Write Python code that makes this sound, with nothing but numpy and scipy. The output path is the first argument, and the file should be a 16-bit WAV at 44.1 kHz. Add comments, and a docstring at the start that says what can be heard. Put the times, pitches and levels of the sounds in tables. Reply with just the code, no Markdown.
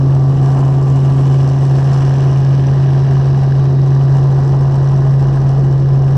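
"""Inside a small piston helicopter

On the ground at steady speed, microphone in the cabin, close to the canopy glass.
The six-cylinder engine booms at its firing rate; each firing also shakes the panels and sets the
valve gear clattering. The tail rotor hums, the gearbox whines, and the two main blades pat the
hiss as they pass overhead. Between one and three seconds in, the treble opens and a panel buzzes."""
import sys
import numpy as np
from scipy import signal
from scipy.fft import rfft, irfft, next_fast_len
from scipy.io import wavfile

SR = 44100
rng = np.random.default_rng(int(sys.argv[2]) if len(sys.argv) > 2 else 0)


def waveform_to_disk(signal):
    """Save audio, clipped to [-1, 1], as 16-bit WAV at the path in sys.argv[1]."""
    frames = np.transpose(np.atleast_2d(signal))
    scaled = np.clip(frames, -1, 1) * 32767
    samples = np.round(scaled).astype(np.int16)
    wavfile.write(sys.argv[1], SR, samples)


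N = 272097
TIME = np.arange(N) / SR

# accents of the six cylinders in firing order: rasp/dB, clatter/dB, tick/dB
CYLINDERS = [(-4, 1.5, 2), (-2.5, -1, -1), (-3, -1.5, -3.5), (-1.3, 4, 3.5), (-3, -5, -2.5), (-1, 5, -7.5)]
RASP_ACCENTS, CLATTER_ACCENTS, TICK_ACCENTS = np.transpose(CYLINDERS)


def amp(db):
    """Decibels to gain."""
    return 10 ** (np.asarray(db) / 20)


def unit(x):
    """Scales to an rms of one."""
    return x / np.sqrt(np.mean(x ** 2) + 1e-20)


def tone(turns, db):
    """A sine of the given rms level."""
    return np.sqrt(2) * amp(db) * np.sin(2 * np.pi * turns)


def swell(size, peak_s, rise_s, fall_s, hold_s=0):
    """Moves smoothly from zero to size, holds, and returns."""
    early = np.maximum(peak_s - TIME, 0)
    late = np.maximum(TIME - peak_s - hold_s, 0)
    return size * np.exp(-(early / rise_s) ** 2 - (late / fall_s) ** 2)


def shift(size, midway_s, over_s):
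    """A smooth step from zero to size."""
    return size * (1 + np.tanh((TIME - midway_s) / over_s)) / 2


def wander(hz):
    """Random drift of unit rms, mostly slower than hz."""
    size = next_fast_len(N)
    f = np.fft.rfftfreq(size, 1 / SR)
    spectrum = rfft(rng.standard_normal(size)) / (1 + (f / hz) ** 2)
    return unit(irfft(spectrum, size)[:N])


def colour(x, points, size=8192):
    """Rings x through a causal filter with the given spectrum, falling off beyond both ends; unit rms."""
    hz, db = np.transpose(points)
    f = abs(np.fft.fftfreq(size, 1 / SR))
    log_gain = np.log(amp(np.interp(np.log(f + 1), np.log(hz), db)))
    log_gain -= 2 * np.log(np.maximum(f / hz[-1], 1)) + np.log(np.clip(hz[0] / (f + 1), 1, 20))
    minimum_phase = np.exp(np.conj(signal.hilbert(log_gain)))
    ring = np.fft.ifft(minimum_phase).real[:size // 2]
    return unit(signal.oaconvolve(x, ring)[:N])


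def bursts(firings, accents_db, decay, scatter_db, steady, delay, rise):
    """Noise flares over a steady floor at each firing; rise, decay and delay are shares of a firing."""
    which, age = np.divmod(firings + 1 - delay, 1)
    which = np.maximum(which.astype(int), 0)
    chance = np.clip(rng.standard_normal(N), -2, 1)[which]  # a firing falls short more than it overshoots
    strength = amp(accents_db[which % len(accents_db)] + scatter_db * chance)
    flare = unit(strength * (1 - np.exp(-(age / rise) ** 2)) * np.exp(-age / decay))
    return np.hypot(flare, steady) * rng.standard_normal(N)


def cyclic(x, firings, likeness):
    """Each engine cycle partly repeats the one before, which gathers the noise around the half orders."""
    return x + likeness * np.interp(firings - len(CYLINDERS), firings, x, left=0)


def canopy(x, count=24, echo_db=-11, fade_s=0.012):
    """The glass close to the microphone throws back quick echoes, which ripple the treble."""
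    delays_s = rng.uniform(0.001, 0.016, count)
    signs = rng.choice([-1, 1], count)
    taps = np.bincount((delays_s * SR).astype(int), signs * np.exp(-delays_s / fade_s))
    return x + amp(echo_db) * signal.oaconvolve(x, taps / np.linalg.norm(taps))[:N]


def roar():
    """Decibels by which the engine's roar stands above its mean; the brighter noises follow in part."""
    # rise and fall of the roar: t/s, level/dB
    roar_levels = [(0, -30.8), (0.25, -30.1), (0.6, -27.2), (1, -29.0), (1.55, -29.5), (1.85, -28.1),
                   (2.4, -29.6), (2.72, -28.4), (3.2, -29.9), (3.8, -30.9), (4.15, -29.3), (4.95, -29.5),
                   (5.5, -29.9), (5.82, -31.9), (6.17, -29.2)]
    db = np.interp(TIME, *np.transpose(roar_levels))
    return db - db.mean()


def exhaust_boom(firings, flutter=0.028, sway_rad=0.043):
    """The cabin booms at the firing rate; uneven combustion makes the note tremble slightly."""
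    boom_db = -9.8 + swell(0.65, peak_s=4.05, rise_s=0.22, fall_s=0.35)  # lifts as the engine picks up
    turns = firings + sway_rad / (2 * np.pi) * wander(13)
    boom = tone(turns, boom_db) * (1 + flutter * wander(23))
    octave = tone(2 * firings + rng.random(), -29 - 2.5 * TIME)
    return boom + octave * (1 + 0.27 * wander(5.5))


def engine_orders(crank, unrest=0.16, trim_db=-0.5):
    """Unequal cylinders add tones at half multiples of the crank rate; the once-a-turn shake grows."""
    # tones of the unequal cylinders: multiple of the crankshaft rate, level before trim/dB
    half_orders = [(1.5, -39.1), (2.0, -35.1), (4.0, -37.6), (4.5, -40.8), (5.0, -44.0), (6.5, -45.0),
                   (7.0, -45.6), (7.5, -42.0), (8.0, -34.9), (9.0, -39.4), (9.5, -46.0), (10.0, -46.3),
                   (10.5, -51.6), (11.0, -44.5), (11.5, -51.5), (12.0, -44.0), (12.5, -53.8), (13.5, -53.9),
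                   (14.0, -47.6), (15.0, -46.6), (16.0, -50.2), (17.0, -51.1), (27, -53)]
    out = tone(crank, -37.5 + shift(6.5, midway_s=4.55, over_s=0.25))
    for multiple, db in half_orders:
        turns = multiple * crank + rng.random() + unrest / (2 * np.pi) * wander(1)
        out += tone(turns, db + trim_db) * (1 + unrest * wander(1))
    return out


def panel_rumble(firings):
    """The engine shakes the panels around the microphone; the rumble eases early and slowly returns."""
    # spectrum of the cabin panels: f/Hz, relative level/dB
    panels = [(12, -11), (30, -2.5), (58, -4.5), (100, -1), (130, 7.5), (168, 4), (215, -2), (290, -3),
              (360, 1.5), (450, -8), (600, -17), (1000, -41)]
    db = -23 + swell(-2.5, peak_s=0.7, rise_s=0.14, fall_s=4, hold_s=1.5)
    shaking = cyclic(rng.standard_normal(N), firings, likeness=0.11)
    return colour(shaking, panels) * amp(db)


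def exhaust_rasp(firings, blade, gusts_db):
    """Each firing sends a puff of noise through the exhaust pipe."""
    # spectrum of the pipe, heard from the cabin: f/Hz, relative level/dB
    pipe = [(250, -25), (430, -1.5), (590, -1.5), (690, 2.5), (790, 1), (910, -4.5), (1020, -1.5),
            (1150, -8), (1400, -13.5), (1700, -14.5), (1900, -22), (2100, -35)]
    puffs = bursts(firings, RASP_ACCENTS, decay=0.88, scatter_db=3, steady=0.93, delay=0.08, rise=0.1)
    rasp = colour(cyclic(puffs, firings, likeness=0.087), pipe)
    return rasp * amp(-30.5 + roar() + 0.67 * blade + gusts_db)


def casing_clatter(firings, blade, gusts_db):
    """The metal engine casing clatters with every firing."""
    # resonances of the casing: f/Hz, relative level/dB
    casing = [(1400, -15.5), (1700, 4.5), (1900, -1), (2060, -3), (2420, 1.5), (2560, -0.5), (2760, 3),
              (2940, 5.5), (3120, 0.5), (3350, -0.5), (3550, -8.5), (5000, -24)]
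    db = -50.5 + swell(5.84, peak_s=1.68, rise_s=1.17, fall_s=0.45, hold_s=1.19) + 0.2 * roar()
    knocks = bursts(firings, CLATTER_ACCENTS, decay=0.59, scatter_db=4.5, steady=0.94,
                    delay=0.17, rise=0.34)
    return colour(canopy(knocks), casing) * amp(db + 0.55 * blade + gusts_db)


def valve_gear(firings, blade, gusts_db):
    """Valves rattle and snap shut between the firings, harder on one bank than on the other."""
    # spectrum of the valve ticks: f/Hz, relative level/dB
    tick_spectrum = [(2500, -23), (3600, -5.5), (4500, -3.5), (4900, -5.5), (5170, 1.5), (5600, 0.5),
                     (6000, -0.5), (6350, -14), (7500, -32)]
    # spectrum of the fizz above them: f/Hz, relative level/dB
    fizz_spectrum = [(5200, -24.5), (6300, -4.5), (7200, 2.5), (8200, 1.5), (8900, -9.5), (10300, -9),
                     (11000, -14), (11800, -20.5), (13000, -23.5), (15000, -30)]
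    bank = amp(1.1 * np.cos(np.pi * firings))
    snaps = bursts(firings, TICK_ACCENTS, decay=0.11, scatter_db=2.2, steady=0.5, delay=0.5, rise=0.12)
    rattle = bursts(firings, CLATTER_ACCENTS, decay=0.37, scatter_db=3, steady=0.73,
                    delay=0.04, rise=0.23)
    valves = canopy(bank * (snaps + 1.3 * rattle))
    tick_db = -50 + swell(4.2, peak_s=1.56, rise_s=0.43, fall_s=0.65, hold_s=1) + 0.25 * roar()
    fizz_db = -59.5 + swell(5.3, peak_s=1.1, rise_s=0.82, fall_s=1, hold_s=0.55) + 0.62 * roar()
    ticks = colour(valves, tick_spectrum) * amp(tick_db + 0.69 * blade + gusts_db)
    fizz = colour(valves, fizz_spectrum) * amp(fizz_db + 1.3 * blade + gusts_db)
    return ticks + fizz


def panel_buzz(firings, ring_hz=1660, q=4.882):
    """One loose panel rings with every firing, faintly at first."""
    knocks = bursts(firings, CLATTER_ACCENTS, decay=0.21, scatter_db=3, steady=0.6, delay=0.072, rise=0.1)
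    resonance = signal.iirpeak(ring_hz, q, fs=SR)
    ringing = signal.lfilter(*resonance, signal.lfilter(*resonance, knocks))
    db = -55.5 + shift(7.9, midway_s=1.4, over_s=0.27) + roar()
    db += swell(3.3, peak_s=1.85, rise_s=0.38, fall_s=0.4, hold_s=1.2)
    return amp(db) * unit(ringing)


def cooling_fan():
    """Air blown over the cylinders makes a smooth hiss that swells once."""
    # spectrum of the cooling air: f/Hz, relative level/dB
    airflow = [(2000, -12), (3000, -7), (3520, -11.5), (3900, 2), (4350, -7), (4680, -3), (4900, -3.5),
               (5600, -15.5), (7000, -26.5)]
    db = -55.5 + swell(5.3, peak_s=3.5, rise_s=1.1, fall_s=1.2)
    return amp(db) * colour(rng.standard_normal(N), airflow)


def gearbox(crank, teeth_per_turn=8.522, backlash=0.057, flicker=0.15):
    """Odd harmonics of the tooth mesh, blurred by play in the drive, each swelling and fading."""
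    mesh = teeth_per_turn * crank + backlash * wander(3.9)
    first_db = -49 + swell(12.9, peak_s=0.8, rise_s=0.55, fall_s=5.8)
    third_db = -43 - 1.4 * TIME + 2.5 * np.cos(2 * np.pi * (TIME - 0.98) / 3.3)
    fifth_db = -60.5 + swell(6, peak_s=4.3, rise_s=3.2, fall_s=2.3)
    return sum(tone(k * mesh, db) * (1 + flicker * wander(10))
               for k, db in [(1, first_db), (3, third_db), (5, fifth_db)])


def tail_rotor(crank, passes_per_turn=1.781, harmonics_db=(-31.5, -42, -43), gust=0.041):
    """Blade-pass hum from behind the cabin, unsteady in the downwash."""
    passes = passes_per_turn * crank
    hum = sum(tone(k * passes + rng.random(), db) for k, db in enumerate(harmonics_db, 1))
    return hum * (1 + gust * wander(3))


def main_rotor(passes, harmonic_db=-51):
    """Each passing blade presses a soft thump on the roof above the microphone."""
    return sum(tone(k * passes, harmonic_db) for k in range(2, 9))


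def scene(firing_hz=135.78, main_passes_per_turn=0.2967):
    """One drive train turns everything, running a shade faster for a moment; mono, in the cabin."""
    firings = np.cumsum(firing_hz + swell(0.6, peak_s=4.6, rise_s=0.75, fall_s=0.75)) / SR
    crank = firings / (len(CYLINDERS) / 2)  # four-stroke: each cylinder fires every second turn
    passes = main_passes_per_turn * crank
    engine = exhaust_boom(firings) + engine_orders(crank)
    blade = np.cos(2 * np.pi * passes) + 0.7 * np.cos(np.pi * passes)  # one blade pats harder
    gusts_db = 1.3 * np.tanh(wander(5.3))  # the downwash sways the brighter noises together
    engine += panel_rumble(firings)
    engine += exhaust_rasp(firings, blade, gusts_db)
    engine += casing_clatter(firings, blade, gusts_db)
    engine += valve_gear(firings, blade, gusts_db)
    engine += panel_buzz(firings) + cooling_fan()
    return (engine + gearbox(crank) + tail_rotor(crank) + main_rotor(passes))[None]


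def record(dry, edge_hz=15100):
    """The microphone's band ends steeply in the high treble."""
    low_pass = signal.firwin(511, edge_hz, window=("kaiser", 9), fs=SR)
    return signal.oaconvolve(dry, low_pass[None], "same")


dry = scene()
out = record(dry)
waveform_to_disk(out)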